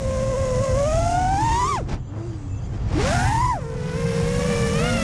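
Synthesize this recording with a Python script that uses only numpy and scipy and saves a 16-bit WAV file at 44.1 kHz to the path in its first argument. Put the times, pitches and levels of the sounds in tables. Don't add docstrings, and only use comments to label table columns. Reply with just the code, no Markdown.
import sys
import numpy as np
from scipy import signal
from scipy.fft import rfft, irfft, next_fast_len
from scipy.io import wavfile
from scipy.ndimage import uniform_filter1d, map_coordinates

SR = 44100
rng = np.random.default_rng(int(sys.argv[2]) if len(sys.argv) > 2 else 0)


def nominal_scale(level):
    x = np.asarray(level, float) / 20
    return 10 ** x


def digitize_waveform(pressure):
    field = np.atleast_2d(pressure).T
    bounded = np.clip(field, -1, 1)
    quanta = np.round(bounded * 32767).astype(np.int16)
    wavfile.write(sys.argv[1], SR, quanta)


N = 221823
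TIME = np.arange(N) / SR


def unit(x):
    return x / np.sqrt(np.mean(x ** 2) + 1e-20)


def curves(rows, t=TIME):
    s, *columns = np.transpose(rows)
    return [np.interp(t, s, column) for column in columns]


def sounding(rows, fade_s):
    inside_s = np.minimum(TIME - rows[0][0], rows[-1][0] - TIME)
    gain = np.clip(inside_s / fade_s + 1, 0, 1)
    return gain > 0, gain[gain > 0]


def wobble(rate, size=N):
    knots = rng.standard_normal(int(size * rate / SR) + 4)
    return map_coordinates(knots, [TIME[:size] * rate])


def filtered(x, response):
    m = next_fast_len(N + 8192)
    return irfft(rfft(x, m) * response(np.fft.rfftfreq(m, 1 / SR)), m)[:N]


def coloured(x, spectrum):
    f, db = np.transpose(spectrum)

    def response(hz):
        return nominal_scale(np.interp(np.log(hz + 1), np.log(f), db, left=-120, right=-120))

    return unit(filtered(x, response))


def patchy(depth_db):
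    z = signal.stft(rng.standard_normal(N + 512), nperseg=512)[2]
    field = uniform_filter1d(rng.standard_normal(z.shape), 6, 0)
    field = uniform_filter1d(field, 8, 1)
    return signal.istft(z * nominal_scale(depth_db * unit(field)), nperseg=512)[1][:N]


def tone(angle, db, gust_db, chop):
    n = len(angle)
    size = 1 + chop * wobble(110, size=n)
    shift = chop * wobble(110, size=n)
    level = np.sqrt(2) * nominal_scale(db + gust_db * wobble(24.9, size=n))
    return level * (size * np.cos(angle) - shift * np.sin(angle))


# (multiple of blade pass, level against the 3rd order [dB])
UPPER_ORDERS = [(4, -1), (5, -6), (6, -13), (7, -17), (8, -20)]
# (multiple of blade pass, level against the blade tone [dB])
SHAKE_ORDERS = [(4, -33), (5, -28), (6, -32), (7, -28), (8, -30)]
# (frequency [Hz], level [dB])
CASE = [(3000, -16), (4200, -8), (4800, -1), (5600, -1.5), (6400, 0), (7200, 1), (7900, -9), (10000, -24)]


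def propeller(stretches, hunt):
    sound, angle = np.zeros(N), np.zeros(N)
    case_hz, case_db = np.transpose(CASE)
    churn_db = air()[2]
    for rows, third_under_db, rise_db, upper_db, imbalance_db, mount_db in stretches:
        on, fade = sounding(rows, .012)
        hz, blade_db, edge_db = curves(rows, TIME[on])
        n = len(hz)
        second_db = blade_db + edge_db
        third_db = second_db + third_under_db + rise_db * np.log2(hz / 700)
        shaft_db = churn_db[on] + imbalance_db

        climb = uniform_filter1d(np.gradient(np.log(hz)) * SR, size=4000)
        stall = 1 + .4 * np.clip(climb, 0, 5) + np.clip(hz / 300 - 3, 0, .5)
        hunting = .5 * wobble(24, size=n) + stall * wobble(60, size=n)
        blade = 2 * np.pi * np.cumsum(hz * (1 + hunt * hunting)) / SR

        part = tone(blade, blade_db, gust_db=.9 * stall, chop=.09 * stall)
        part += tone(2 * blade, second_db, gust_db=1.1, chop=.2 * stall)
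        part += tone(3 * blade, third_db, gust_db=1.8, chop=.35)
        part += tone(blade / 3, shaft_db, gust_db=3, chop=.35)
        load_db = blade_db + mount_db + 14 * np.log2(hz / 1000)
        for (k, air_db), (_, shake_db) in zip(UPPER_ORDERS, SHAKE_ORDERS):
            heard = nominal_scale(third_db + upper_db + air_db)
            felt = nominal_scale(load_db + shake_db + np.interp(k * hz, case_hz, case_db))
            part += np.hypot(heard, felt) * tone(k * blade, 0, gust_db=1.8, chop=.4)
        sound[on] += part * fade
        angle[on] = blade
    return sound, angle


# (time [s], blade pass [Hz], blade tone [dB], edge [dB])
NEAR_HOVER = [(0, 532, -31.5, -17), (0.1, 526.3, -26.5, -13.5), (0.31, 526, -24.5, -13),
              (0.35, 509.2, -24.5, -11), (0.378, 540.6, -25, -11.5), (0.55, 504, -23.5, -14.5),
              (0.63, 546, -23.5, -13), (0.725, 509.5, -23, -12.5), (0.78, 546.5, -21.5, -12.5)]
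# (time [s], blade pass [Hz], blade tone [dB], edge [dB])
NEAR_CLIMB = [(0.968, 665, -21, -14), (1.18, 714.3, -22.5, -15), (1.377, 805.4, -21, -18.5),
              (1.442, 901.5, -21.5, -18.5), (1.552, 920, -21, -14), (1.629, 1006, -20, -18),
              (1.701, 1166, -20.5, -21)]
# (time [s], blade pass [Hz], blade tone [dB], edge [dB])
NEAR_CUT = [
    (1.75, 1030, -23.5, -16),
    (1.78, 794, -28, -8.5),
    (1.826, 322, -37.5, -14),
]
# (time [s], blade pass [Hz], blade tone [dB], edge [dB])
NEAR_IDLE = [
    (2.07, 274, -47.5, -19),
    (2.2, 328, -37, -11),
    (2.27, 348.4, -35.5, -16),
    (2.444, 283, -43, -26),
    (2.6, 265, -45.5, -24),
]
# (time [s], blade pass [Hz], blade tone [dB], edge [dB])
NEAR_PUNCH = [(2.92, 254.7, -34, -8), (2.97, 305.8, -27, -16), (3.0, 404.8, -27, -12),
              (3.05, 490.7, -25.5, -10.5), (3.149, 710, -26, -7), (3.249, 758.5, -28.5, -5),
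              (3.29, 836, -25, -12.5), (3.38, 923, -22, -15.5), (3.45, 1026, -20, -22),
              (3.47, 985, -23.5, -20),
    (3.494, 1022, -20, -21),
    (3.53, 940, -22.5, -19),
    (3.595, 551, -37.5, -15),
]
# (time [s], blade pass [Hz], blade tone [dB], edge [dB])
NEAR_CRUISE = [(3.607, 524.7, -40, -8), (3.65, 458.9, -34, -15), (3.9, 432, -39.5, -18),
               (3.999, 470.4, -29.5, -21), (4.199, 463.5, -27, -32), (4.449, 493, -27, -34),
               (4.652, 457.5, -27, -24), (4.8, 458.7, -27.5, -41), (5.03, 568, -30, -20)]
# (manoeuvres, 3rd order against 2nd at 700 Hz [dB], its rise [dB/octave], higher orders [dB],
# shaft imbalance [dB], frame shake [dB])
NEAR_PROP = [
    (NEAR_HOVER + NEAR_CLIMB + NEAR_CUT, -10.5, 6, -2.5, -2.7, 3.5),
    (NEAR_IDLE, -10, 0.1, -3, 1.5, 0.1),
    (NEAR_PUNCH, -13, -4, -6, -1.2, -1.5),
    (NEAR_CRUISE, -4, 0.1, -3, 4, -3),
]


def near_propeller():
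    return propeller(NEAR_PROP, hunt=.01)


# (time [s], blade pass [Hz], blade tone [dB], edge [dB])
FAST_CLIMB = [(0, 650, -44.5, -32), (0.28, 662.3, -45, -14.5), (0.708, 655.5, -40.5, -12),
              (1.053, 863, -36.5, -27), (1.402, 948.6, -36.5, -45), (1.502, 1061, -38.5, -14),
              (1.65, 1200, -33.5, -23), (1.721, 1235, -30.5, -27), (1.766, 1085, -46, -7)]
# (time [s], blade pass [Hz], blade tone [dB], edge [dB])
FAST_PUNCH = [(3.0, 518, -49, 5), (3.095, 783, -37, 3.5), (3.175, 891, -39, -1), (3.27, 998, -36, -4),
              (3.39, 1088, -40.5, -13), (3.5, 1119, -38, -15), (3.6, 603, -48, 1),
              (3.651, 514, -44.5, -5.5), (3.747, 499, -34.5, -11)]
# (time [s], blade pass [Hz], blade tone [dB], edge [dB])
FAST_CRUISE = [(3.76, 494.7, -34, -20.5), (3.898, 493, -37, -8.5), (4.002, 529, -35.5, -9),
               (4.216, 528.7, -33, -12), (4.503, 585.3, -37.5, -2.5), (4.701, 585.6, -35, -1.5),
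               (4.776, 613.5, -42.5, 7), (4.881, 725.4, -32.5, -0.5), (5.03, 654, -38, 3)]
# (manoeuvres, 3rd order against 2nd at 700 Hz [dB], its rise [dB/octave], higher orders [dB],
# shaft imbalance [dB], frame shake [dB])
FAST_PROP = [
    (FAST_CLIMB, 5, 0, -8, 0, 0),
    (FAST_PUNCH, -11, -3, -5, -10, -5),
    (FAST_CRUISE, -3.5, -3, 0, 5, 4),
]


def fast_propeller():
    return propeller(FAST_PROP, hunt=.009)


# (time [s], blade pass [Hz], blade tone [dB], edge [dB])
FAR_CLIMB = [(0, 601, -48, -31), (0.1, 586, -40.5, -30), (0.509, 583, -38.5, -22),
             (0.68, 583.3, -33.5, -16), (0.823, 600, -43, -18), (1.013, 680, -33, -38),
             (1.088, 740, -30.5, -20), (1.197, 754, -32, -26)]
# (time [s], blade pass [Hz], blade tone [dB], edge [dB])
FAR_PUNCH = [
    (3.15, 739, -31.5, -6),
    (3.29, 918, -29, -3.5),
    (3.424, 956, -31.5, -26),
    (3.495, 947, -32.5, -17),
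    (3.599, 451, -46, -8),
]
# (time [s], blade pass [Hz], blade tone [dB], edge [dB])
FAR_CRUISE = [(4.3, 543, -60, 3), (4.411, 559, -37.5, -5), (4.52, 560.4, -34, -9), (4.649, 521, -36.5, -19),
              (4.749, 529, -33, -31), (4.859, 632.4, -34, -3), (5.03, 625, -39, -15)]
# (manoeuvres, 3rd order against 2nd at 700 Hz [dB], its rise [dB/octave], higher orders [dB],
# shaft imbalance [dB], frame shake [dB])
FAR_PROP = [
    (FAR_CLIMB, -12, 0, -6, -30, 0),
    (FAR_PUNCH, -14, 0, -4, -30, -5),
    (FAR_CRUISE, -5, 0, -3, -30, 0),
]


def far_propeller():
    return propeller(FAR_PROP, hunt=.011)


# (frequency [Hz], density [dB/Hz])
WAKE = [(700, 6), (1200, 1), (2000, 3), (3000, -3), (4000, -4), (6000, -5)]
# (frequency [Hz], density [dB/Hz])
HISS = [(2500, -6), (4200, -12), (5500, -4), (6500, 1), (8000, -4.5), (9000, -10), (10500, -24)]
# (frequency [Hz], density [dB/Hz])
SIZZLE = [(4600, -15), (5500, 7.5), (6300, -36), (8500, -0.5), (9500, 0.5), (11000, -9), (12500, -22),
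          (14000, -19), (15100, -27)]


def wash(near_angle, fast_angle):
    hiss_db, _, churn_db = air()
    cruise_db = -40
    turn_s, top_lag_s = 2.84, 0.19
    turned = np.clip((TIME - turn_s) / 0.3, 0, 1)
    top_turned = np.clip((TIME - turn_s - top_lag_s) / 0.21, 0, 1)

    wake_db = -44.5 + 0.64 * (hiss_db - cruise_db) + 0.67 * (churn_db - cruise_db) + 5 * turned
    sizzle_db = -20 + .9 * np.minimum(hiss_db + 49.5, 0) + 7 * top_turned

    gust = .6 * wobble(6)
    puffs = (1 + .3 * np.cos(near_angle)) * (1 + .25 * np.cos(fast_angle))
    puffs = puffs * nominal_scale(1.1 * wobble(300))
    wake = nominal_scale(wake_db + 0.05 + 2.7 * gust) * coloured(patchy(0.32) * puffs, WAKE)
    hiss = nominal_scale(hiss_db - 0.36 + 0.29 * gust) * coloured(patchy(0.83) * puffs, HISS)
    sizzle = nominal_scale(hiss_db + sizzle_db + 9.5 + 0.64 * gust) * coloured(patchy(1.0) * puffs, SIZZLE)
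    return wake + hiss + sizzle


# (frequency [Hz], width [Hz], level [dB])
FRAME = [(1210, 102, 4), (2680, 94, 1), (3270, 550, -2), (4870, 260, -7), (6080, 120, -2), (7150, 220, 1.5)]
# (start [s], length [s], from [Hz], to [Hz], level [dB])
SQUEALS = [(2.49, .16, 2650, 2620, -64), (2.735, .02, 3150, 3120, -59), (2.345, .035, 7600, 8050, -67),
           (2.38, .04, 8050, 7500, -67), (2.4, .13, 8200, 7400, -68), (2.53, .04, 7400, 6400, -66),
           (2.57, .02, 6300, 6000, -55), (2.61, .025, 4500, 4950, -65), (2.635, .035, 4950, 4500, -65),
           (2.62, .035, 6000, 6900, -62), (2.655, .02, 7000, 7250, -57), (2.635, .06, 7100, 5100, -63),
           (2.73, .04, 5200, 5800, -64), (2.76, .13, 4870, 4770, -64), (2.2, .17, 4750, 4700, -66)]


def frame(f):
    total = 0
    for k, (centre, width, db) in enumerate(FRAME):
        mode = 1j * f * width / (centre * centre - f * f + 1j * f * width)
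        total = total + (-1) ** k * nominal_scale(db) * mode
    return total


def windings():
    before = (1.9 - TIME) / .05
    after = (TIME - 3.05) / .4
    outside = np.maximum(before, after).clip(0)
    shaken = filtered(patchy(3.3), lambda f: frame(f) / (1 + (f / 9000) ** 12))
    buzz = nominal_scale(-59.5 - 21 * outside) * unit(shaken)

    squeal = np.zeros(N)
    for s, length, from_hz, to_hz, db in SQUEALS:
        rows = [(s, from_hz), (s + length, to_hz)]
        on, fade = sounding(rows, 0.002)
        hz, = curves(rows, TIME[on])
        angle = 2 * np.pi * np.cumsum(hz + 45 * wobble(120, size=len(hz))) / SR
        squeal[on] += fade * tone(angle, db, gust_db=2, chop=.28)
    return buzz + filtered(squeal, lambda f: .75 + .6 * np.abs(frame(f)))


# (frequency [Hz], density [dB/Hz])
BUFFET = [(12, -42), (25, -4), (45, 1), (80, -1), (125, 1.5), (200, -17), (280, -22.5), (500, -29.5)]
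# (frequency [Hz], density [dB/Hz])
LOW_WAKE = [(100, -21.5), (200, 2.5), (400, -5.5), (700, -8), (1100, -13.5), (1400, -18), (2500, -28.5)]


def wind():
    _, buffet_db, eddy_db = air()
    gusty = patchy(1.12) * nominal_scale(0.38 * wobble(10))
    buffet = nominal_scale(buffet_db + 0.88) * coloured(gusty, BUFFET)
    eddies = nominal_scale(eddy_db - 2.5 + 0.49 * wobble(14)) * coloured(patchy(0.85), LOW_WAKE)
    return buffet + eddies


# (time [s], thrust [dB])
THRUST = [(0, -44), (1.11, -37), (1.25, -42.5), (1.57, -38.5), (1.75, -39.5), (1.85, -67), (2.04, -82.5),
          (2.28, -59.5), (2.6, -66), (2.85, -67), (3.05, -36.5), (3.14, -34), (3.48, -45), (3.59, -54),
          (3.83, -53), (4.0, -46), (4.44, -39.5), (5.03, -37.5)]
# (time [s], airspeed [dB], churn [dB])
WIND = [(0, -27, -37), (0.52, -25, -39), (1.57, -25, -36.5), (1.83, -28.5, -38.5), (2.04, -31.5, -47),
        (2.14, -42, -38), (2.26, -35, -42), (2.55, -30.5, -41.5), (2.72, -26, -39.5), (2.92, -22, -32.5),
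        (3.05, -23, -28.5), (3.31, -22.5, -37.5), (3.48, -24.5, -42.5), (3.59, -30, -42),
        (3.83, -33.5, -39), (4.0, -28.5, -36.5), (4.67, -26, -34), (5.03, -28.5, -34)]
# (time [s], half length [s], thrust [dB])
BLIPS = [
    (1.856, .018, -1.5),
    (1.893, 0.0093, 6.5),
    (1.931, 0.046, 19),
    (2.19, 0.054, 4.5),
    (2.749, 0.024, 5),
    (2.932, 0.012, 3),
    (3.008, 0.03, 3.5),
]


def air():
    stab_db = sum(db * np.exp(-((TIME - s) / half) ** 2) for s, half, db in BLIPS)
    thrust_db, = curves(THRUST)
    speed_db, churn_db = curves(WIND)
    return thrust_db + stab_db, speed_db + 0.29 * stab_db, churn_db + 0.79 * stab_db


def scene():
    near, near_angle = near_propeller()
    fast, fast_angle = fast_propeller()
    far, _ = far_propeller()
    air_noise = wash(near_angle, fast_angle) + wind()
    return (near + fast + far + air_noise + windings())[None]


def top_cut(x):
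    return signal.sosfilt(signal.butter(12, 15150, fs=SR, output="sos"), x)


def record(dry):
    held = dry / (1 + np.abs(dry / 0.29) ** 4) ** (1 / 4)
    return top_cut(held)


dry = scene()
out = record(dry)
digitize_waveform(out)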